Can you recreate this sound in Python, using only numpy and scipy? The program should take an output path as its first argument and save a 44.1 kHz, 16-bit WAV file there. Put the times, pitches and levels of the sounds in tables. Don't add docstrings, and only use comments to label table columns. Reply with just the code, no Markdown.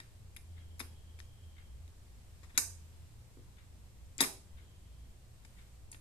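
import sys
import numpy as np
from scipy import signal
from scipy.fft import rfft, irfft
from scipy.io import wavfile
from scipy.ndimage import uniform_filter1d

SR = 44100
rng = np.random.default_rng(int(sys.argv[2]) if len(sys.argv) > 2 else 0)


def to_wav(sig):
    pcm = np.clip(np.atleast_2d(sig), -1, 1) * 32767
    pcm = np.round(pcm).astype(np.int16)
    wavfile.write(sys.argv[1], SR, pcm.T)


N = 264908
T = np.arange(N) / SR

# (time [s], peak of desk, plate,
# frame, catch, housing, plunger, bolt [dB each], lean [dB], chatter decay [ms])
LATCH_BLOWS = [(0.0004, -58, -53, -41, -49, -45.5, -52.5, -51.5, -2.5, 1.44),
               (0.3640, -74, -70, -63, -62, -55, -57, -46, 10, 0.61),
               (0.3674, -77, -75, -53, -52, -53.5, -55, -51, 8, 1.9),
               (0.7930, -65, -60, -45.5, -54, -46, -48, -38.5, 7, 6.1),
               (0.8027, -48.5, -39.5, -32.5, -47, -38.5, -46, -46, 5, 0.42),
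               (0.8063, -47.5, -60, -48, -60, -42.5, -47, -50, 11, 1.8),
               (0.8111, -49, -47, -42.5, -49, -49, -51, -54, 6, 1.7),
               (1.1872, -66, -65, -59, -66, -64, -63, -64, 8, 5),
               (1.1930, -80, -75, -63, -68, -58, -58, -55, 3, 1),
               (1.2010, -76, -64, -54, -58, -51.5, -50, -60, 7.5, 0.85),
               (1.8770, -63, -69, -59, -68, -62, -63, -61, 1, 1.3),
               (2.4290, -60.5, -59, -57.5, -69, -62, -62, -64, 5, 13.6),
               (2.4930, -70, -68, -55, -66, -70, -74, -72, 1, 13),
               (2.542, -56, -62, -53.5, -56, -66, -64, -64, 5, 63),
               (2.5761, -44.5, -41.5, -24.5, -40.5, -23.5, -15.5, -19, 8, 1.33),
               (2.5805, -43, -36, -30, -62.5, -23.5, -21.5, -23, 5.5, 1.1),
               (2.5863, -54, -44, -35.5, -66, -33, -35.5, -38, 6.5, 2.3),
               (3.3700, -49, -64, -72, -80, -80, -81, -80, 1, 1.9),
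               (3.39, -52, -71, -77, -80, -80, -80, -82, 1, 1.9),
               (4.1856, -49, -62, -42.5, -47.5, -45, -54, -56, 5.5, 5.3),
               (4.195, -48.5, -54, -35, -44, -48, -48, -57, -1, 4.3),
               (4.2030, -43, -44, -36, -46, -35, -33, -47, 12, 2.5),
               (4.2058, -30, -28.5, -29, -22.5, -19.5, -24.5, -19.5, 6, 1.07),
               (4.2107, -37, -28.5, -31, -45, -28.5, -21, -19, 2, 2.7),
               (4.2170, -45.5, -48, -32, -45, -30, -40, -30, 8, 1.8),
               (4.2241, -33, -38, -28.5, -34.5, -44.5, -32, -48, 0.5, 3.2),
               (4.2340, -48, -46, -32, -47, -33, -46, -50, 3, 4.1),
               (4.2421, -49, -40, -38, -55, -39.5, -49, -49, 9, 1.8),
               (4.2470, -44.5, -50, -36, -45, -33, -50, -55, 1, 0.58),
               (5.4478, -72, -60, -54, -63, -58, -57, -58, 4, 2.6),
               (5.9173, -78, -71, -67, -66, -55, -47, -45.5, -8, 1.2),
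               (5.926, -67, -61, -49, -58, -51.5, -54, -53, -0.5, 4),
               (5.944, -59, -57, -46, -55, -60, -62, -66, 1, 1.8)]
# (frequency [Hz], relative level [dB], t60 [s], lean [dB])
DESK_MODES = [(158.5, -4.5, 0.11, 2), (222, -16, 0.032, 8), (278.7, -0.5, 0.082, 3.5), (333, 6, 0.033, 1.5),
              (410, -3.5, 0.025, 1.5), (488, -10, 0.093, -7.5)]
PLATE_MODES = [(679, -5.5, 0.02, 1), (870, -19.5, 0.03, -2.2), (926, 8.5, 0.016, -1.6),
               (1124, 1.5, 0.016, -1.95), (1280, -1, 0.018, 0)]
FRAME_MODES = [(1556, -7.5, 0.028, 3.4), (1887, 0, 0.025, 3.6), (2120, 6.5, 0.0088, 7.7),
               (2386, -1.5, 0.016, 7), (2660, -3, 0.0099, 3.3)]
CATCH_MODES = [(3435, -0.2, 0.012, 10), (3610, -0.8, 0.017, 6)]
HOUSING_MODES = [(3822, -4, 0.013, 6.6), (3900, -5, 0.012, 6), (4240, 1, 0.011, 4.3),
                 (4870, 4.5, 0.013, 7.8), (5130, 5, 0.017, 2)]
PLUNGER_MODES = [(6100, 0, 0.018, -4), (6535, 2.4, 0.017, 15), (7050, 1.2, 0.019, -6.5),
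                 (7580, -1.8, 0.016, -13), (8050, 1.4, 0.013, -6.5), (8500, -2, 0.0052, -8)]
BOLT_MODES = [(9210, -0.5, 0.018, -2), (9820, 3, 0.024, -15.5), (10170, -3, 0.031, 13.5),
              (11100, 4.5, 0.014, -0.5), (11920, -2, 0.008, 3.5), (12600, -10, 0.007, -11),
              (13800, -18, .006, -11)]
CLOCK_MODES = [(1470, -6, 0.0097, -1), (1690, -13, 0.015, 19), (2144, 2, 0.014, 19), (2600, -9, 0.0059, 21),
               (3000, -5, 0.0062, 0), (3500, -2, 0.011, 21)]
RESONANCES_HZ = [59.8, 83.4, 113.3]
# (time [s], low [dB], middle [dB], high [dB])
RUMBLE_LEVELS = [(0.0, -79, -67.5, -63), (0.37, -63.5, -54, -67.5), (0.78, -61.5, -51, -73),
                 (0.8, -68, -55.5, -69), (1.25, -56.5, -56.5, -67), (1.37, -82, -57.5, -64),
                 (1.44, -59, -48.5, -67), (1.69, -66, -69, -68), (1.74, -56, -55, -64),
                 (1.99, -62, -62, -73), (2.87, -64.5, -55, -64.5), (3.19, -63.5, -65.5, -67.5),
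                 (4.13, -58.5, -62.5, -73), (4.16, -63, -65, -63.5), (4.83, -62.5, -60, -75),
                 (5.11, -48, -69.5, -67), (5.23, -68.5, -64, -66), (5.58, -59, -76, -69),
                 (5.97, -59, -59, -64.5), (6.0, -58, -74, -72)]
# (frequency [Hz], relative density [dB])
AIR_SPECTRUM = [(20, 15.5), (32, 7), (48, 14), (80, 10), (115, 8.5), (140, 3), (190, 0), (280, -7),
                (480, -9.5), (685, -12), (1070, -15), (1400, -19), (2500, -19.5), (4500, -21), (6300, -22),
                (7900, -19), (9800, -24), (14300, -27.5)]
# (time [s], gain [dB])
HISS_DRIFT = [(0, 2.5), (.3, 1.5), (1, 2), (1.7, 1.5), (2.3, 3), (2.9, 3.5), (3.3, 2.15), (4, 1.9),
              (4.8, 1.8), (5.3, 1.6), (5.6, 4), (6.01, -0.5)]
# (frequency [Hz], correlation [0..1])
MIC_CORRELATION = [(30, 0.51), (60, 0.85), (130, 0.92), (290, 0.7), (630, 0.48), (1400, 0), (15000, 0)]
# (time [s], peak [dB], pitch [Hz], t60 [s], lean [dB])
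CONTACT_TICKS = [(.3493, -53, 8500, .002, 0), (0.3637, -42.5, 2260, 0.014, 15),
                 (.3643, -40.5, 10950, 0.0089, 3), (0.367, -44, 2240, 0.012, 17),
                 (.7846, -50, 10000, .002, 0), (1.1885, -52, 2250, .012, 5), (1.2018, -48, 1910, 0.019, 13),
                 (1.202, -48, 3600, 0.0054, 10), (2.5776, -30.5, 1515, 0.04, 11),
                 (5.9164, -34.5, 9200, .004, 3), (5.9177, -48, 6200, .005, -4),
                 (4.1811, -27.5, 7540, .0015, 8), (4.1832, -34, 7460, .004, 4)]
# (start [s], time until release [s], level [dB])
INSECT_TRILLS = [(.42, 1.25, -75.5), (4.416, 0.65, -78)]
# (offset [s], gain [dB])
GEAR_STEPS = [(-.014, -5), (0, 0), (.022, -10.5), (.036, -21), (.052, -27)]
# (frequency [Hz], t60 [s])
ECHO_DECAY = [(150, 0.29), (600, 0.43), (1500, 0.29), (4000, 0.36), (8000, 0.36), (14000, 0.26)]
# (frequency [Hz], relative level [dB])
ECHO_COLOUR = [(120, -10), (300, -2), (1000, -4), (2200, -8), (2700, -5.5), (3000, -5), (3400, -13),
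               (3800, -5.5), (5000, -5.5), (7000, -3), (10000, -4.5), (14000, -0.5)]
# (frequency [Hz], lean [dB])
ECHO_LEAN = [(300, 2), (2000, 0), (4500, 2.5), (6500, -7), (14000, -6)]

TRILL_HIGH_HZ, TRILL_LOW_HZ, TRILL_WIDTH_HZ = 3290, 3060, 130
TRILL_WAVER_HZ, TRILL_SAG_HZ_PER_S = 12, 60
TRILL_ATTACK_S, TRILL_RELEASE_S, TRILL_FADE_DB_PER_S = .2, .15, 3


def undb(db):
    return 10 ** (np.asarray(db) / 20)


def on_log(hz, table):
    freqs, values = np.transpose(table)
    return np.interp(np.log(np.maximum(hz, 1)), np.log(freqs), values)


def walk(per_s):
    hold = int(SR / per_s)
    steps = np.repeat(rng.standard_normal(N // hold + 1), hold)
    return 2 * uniform_filter1d(uniform_filter1d(steps, hold), hold)[:N]


def stereo_noise(size):
    hz = np.fft.rfftfreq(size, 1 / SR)
    alike = on_log(hz, MIC_CORRELATION)
    mid, side = rfft(rng.standard_normal((2, size)))
    mid, side = mid * np.sqrt((1 + alike) / 2), side * np.sqrt((1 - alike) / 2)
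    return hz, np.array([mid + side, mid - side])


def lean(db):
    return undb(np.array([[db], [-db], [0]]) / 2)


def add(track, start, sound):
    i = int(start * SR)
    sound = sound[:, :N - i]
    track[:, i:i + sound.shape[1]] += sound


def chatter(decay_ms):
    age = np.arange(SR // 20) / SR * 1000 / decay_ms
    contacts = rng.standard_normal(len(age)) * undb(2.1 * rng.exponential(size=len(age)))
    return contacts * (1 - np.exp(-age / 0.36)) * np.exp(-age)


def ring(modes, lag_s, spot_db=1.2):
    t = np.arange(SR // 8) / SR
    since_arrival = np.maximum(t - np.array([[0], [lag_s], [0]]), 0)
    t60_scale = np.array([[1], [1], [0.43]])
    out = np.zeros((3, len(t)))
    for hz, db, t60, lean_db in modes:
        detune, spot = rng.standard_normal(2)
        phase = 2 * np.pi * hz * (1 + 0.018 * detune) * since_arrival
        decay = undb(-60 * t / (t60 * t60_scale))
        out += undb(db + spot_db * spot) * lean(lean_db) * np.sin(phase) * decay
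    return out


def strike(modes, push, peak_db, lag_s=0.0002655, widen=1):
    body = ring(modes, lag_s)
    sound = signal.fftconvolve(body, push[None], axes=1)[:, :body.shape[1]]
    sound[2] = body[2]
    band_hz = [.92 * modes[0][0] / widen, min(1.07 * modes[-1][0] * widen, .45 * SR)]
    sound = signal.sosfilt(signal.butter(3, band_hz, "band", fs=SR, output="sos"), sound)
    sound[2] *= np.sqrt(np.mean(sound[:2] ** 2) / np.mean(sound[2] ** 2))
    return sound * undb(peak_db) / np.abs(sound[:2]).max(axis=1).mean()


def latch():
    parts = [FRAME_MODES, CATCH_MODES, HOUSING_MODES, PLUNGER_MODES, BOLT_MODES]
    out = np.zeros((3, N))
    for start, desk_db, plate_db, *part_dbs, lean_db, decay_ms in LATCH_BLOWS:
        push = chatter(decay_ms)
        metal = sum(strike(modes, push, db) for modes, db in zip(parts, part_dbs))
        metal += strike(PLATE_MODES, push, plate_db, lag_s=0.0001)
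        desk = strike(DESK_MODES, np.abs(chatter(decay_ms=0.23)), desk_db, lag_s=0)
        add(out, start, metal * lean(lean_db) + desk)
    return out


def rumble(waver=0.0262, throb_db=2):
    times, *levels = np.transpose(RUMBLE_LEVELS)
    out = 0
    for hz, db in zip(RESONANCES_HZ, levels):
        phase = 2 * np.pi * np.cumsum(hz * (1 + waver * walk(9))) / SR
        mic_phase = 0.13 * walk(6) * np.array([[1], [-1]])
        rms = undb(np.interp(T, times, db) + throb_db * walk(16))
        out += np.sqrt(2) * rms * np.sin(phase + mic_phase + 2 * np.pi * rng.random())
    return out


def murmur_and_hiss(level_db=-66):
    hz, spectrum = stereo_noise(N)
    spectrum *= undb(on_log(hz, AIR_SPECTRUM))
    above_bass = irfft(spectrum * (hz > 140), N)
    spectrum *= undb(level_db) / np.sqrt(np.mean(above_bass ** 2))
    treble = np.clip(np.log2(np.maximum(hz, 1) / 810), 0, 1)
    drift = undb(np.interp(T, *np.transpose(HISS_DRIFT)))
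    return irfft(spectrum * (1 - treble), N) + irfft(spectrum * treble, N) * drift


def contact_ticks(room_trim_db=-4):
    out = np.zeros((3, N))
    for start, db, hz, t60, lean_db in CONTACT_TICKS:
        add(out, start, strike([(hz, 0, t60, lean_db)], chatter(decay_ms=0.14), db, widen=1.77))
    out[2] *= undb(room_trim_db)
    return out


def insect(low_strand_db=-5, throb_db=.8):
    narrow = signal.butter(2, TRILL_WIDTH_HZ / 2, fs=SR, output="sos")
    out = 0
    for hz, strand_db in [(TRILL_HIGH_HZ, 0), (TRILL_LOW_HZ, low_strand_db)]:
        cos_noise, sin_noise = signal.sosfilt(narrow, rng.standard_normal((2, 2, N)))
        waver = np.cumsum(TRILL_WAVER_HZ * walk(6)) / SR
        throb = undb(strand_db + throb_db * walk(9))
        for start, hold, db in INSECT_TRILLS:
            age = T - start
            phase = 2 * np.pi * ((hz - TRILL_SAG_HZ_PER_S * age / 2) * age + waver)
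            strand = cos_noise * np.cos(phase) + sin_noise * np.sin(phase)
            strand /= np.sqrt(np.mean(strand ** 2))
            swell = np.clip(age / TRILL_ATTACK_S, 0, 1)
            release = np.clip(1 - (age - hold) / TRILL_RELEASE_S, 0, 1)
            out += strand * undb(db - TRILL_FADE_DB_PER_S * age) * swell * release * throb
    return out


def wall_clock(first_s=.5783, period_s=1.0012, peak_db=-57):
    out = np.zeros((3, N))
    for start in np.arange(first_s, N / SR - period_s / 4, period_s):
        for offset, step_db in GEAR_STEPS:
            add(out, start + offset, strike(CLOCK_MODES, chatter(decay_ms=4.8), peak_db + step_db))
    return out


def room_echo(feed, build_s=0.0012):
    size = SR // 2
    t = np.arange(size) / SR
    hz, spectrum = stereo_noise(size)
    spectrum *= undb(on_log(hz, ECHO_COLOUR))
    tail = 0
    for centre in 100 * 2 ** np.arange(0, 7.5, .5):
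        octaves_off = np.abs(np.log2(np.maximum(hz, 1) / centre))
        band = irfft(spectrum * np.clip(1 - 2 * octaves_off, 0, 1), size)
        decay = undb(-60 * t / on_log(centre, ECHO_DECAY))
        tail += band * lean(on_log(centre, ECHO_LEAN))[:2] * decay
    tail *= np.clip(t / build_s, 0, 1) ** 2
    tail /= np.sqrt(np.sum(tail ** 2) / 2)
    return signal.fftconvolve(feed[None], tail, axes=1)[:, :N]


def scene():
    near, far = latch() + contact_ticks(), wall_clock()
    echo = room_echo(undb(-5.5) * near[2] + undb(4.5) * far[2])
    return near[:2] + far[:2] + echo + insect() + rumble() + murmur_and_hiss()


def record(dry):
    return signal.sosfilt(signal.ellip(12, .2, 95, 14200, fs=SR, output="sos"), dry)


dry = scene()
out = record(dry)
to_wav(out)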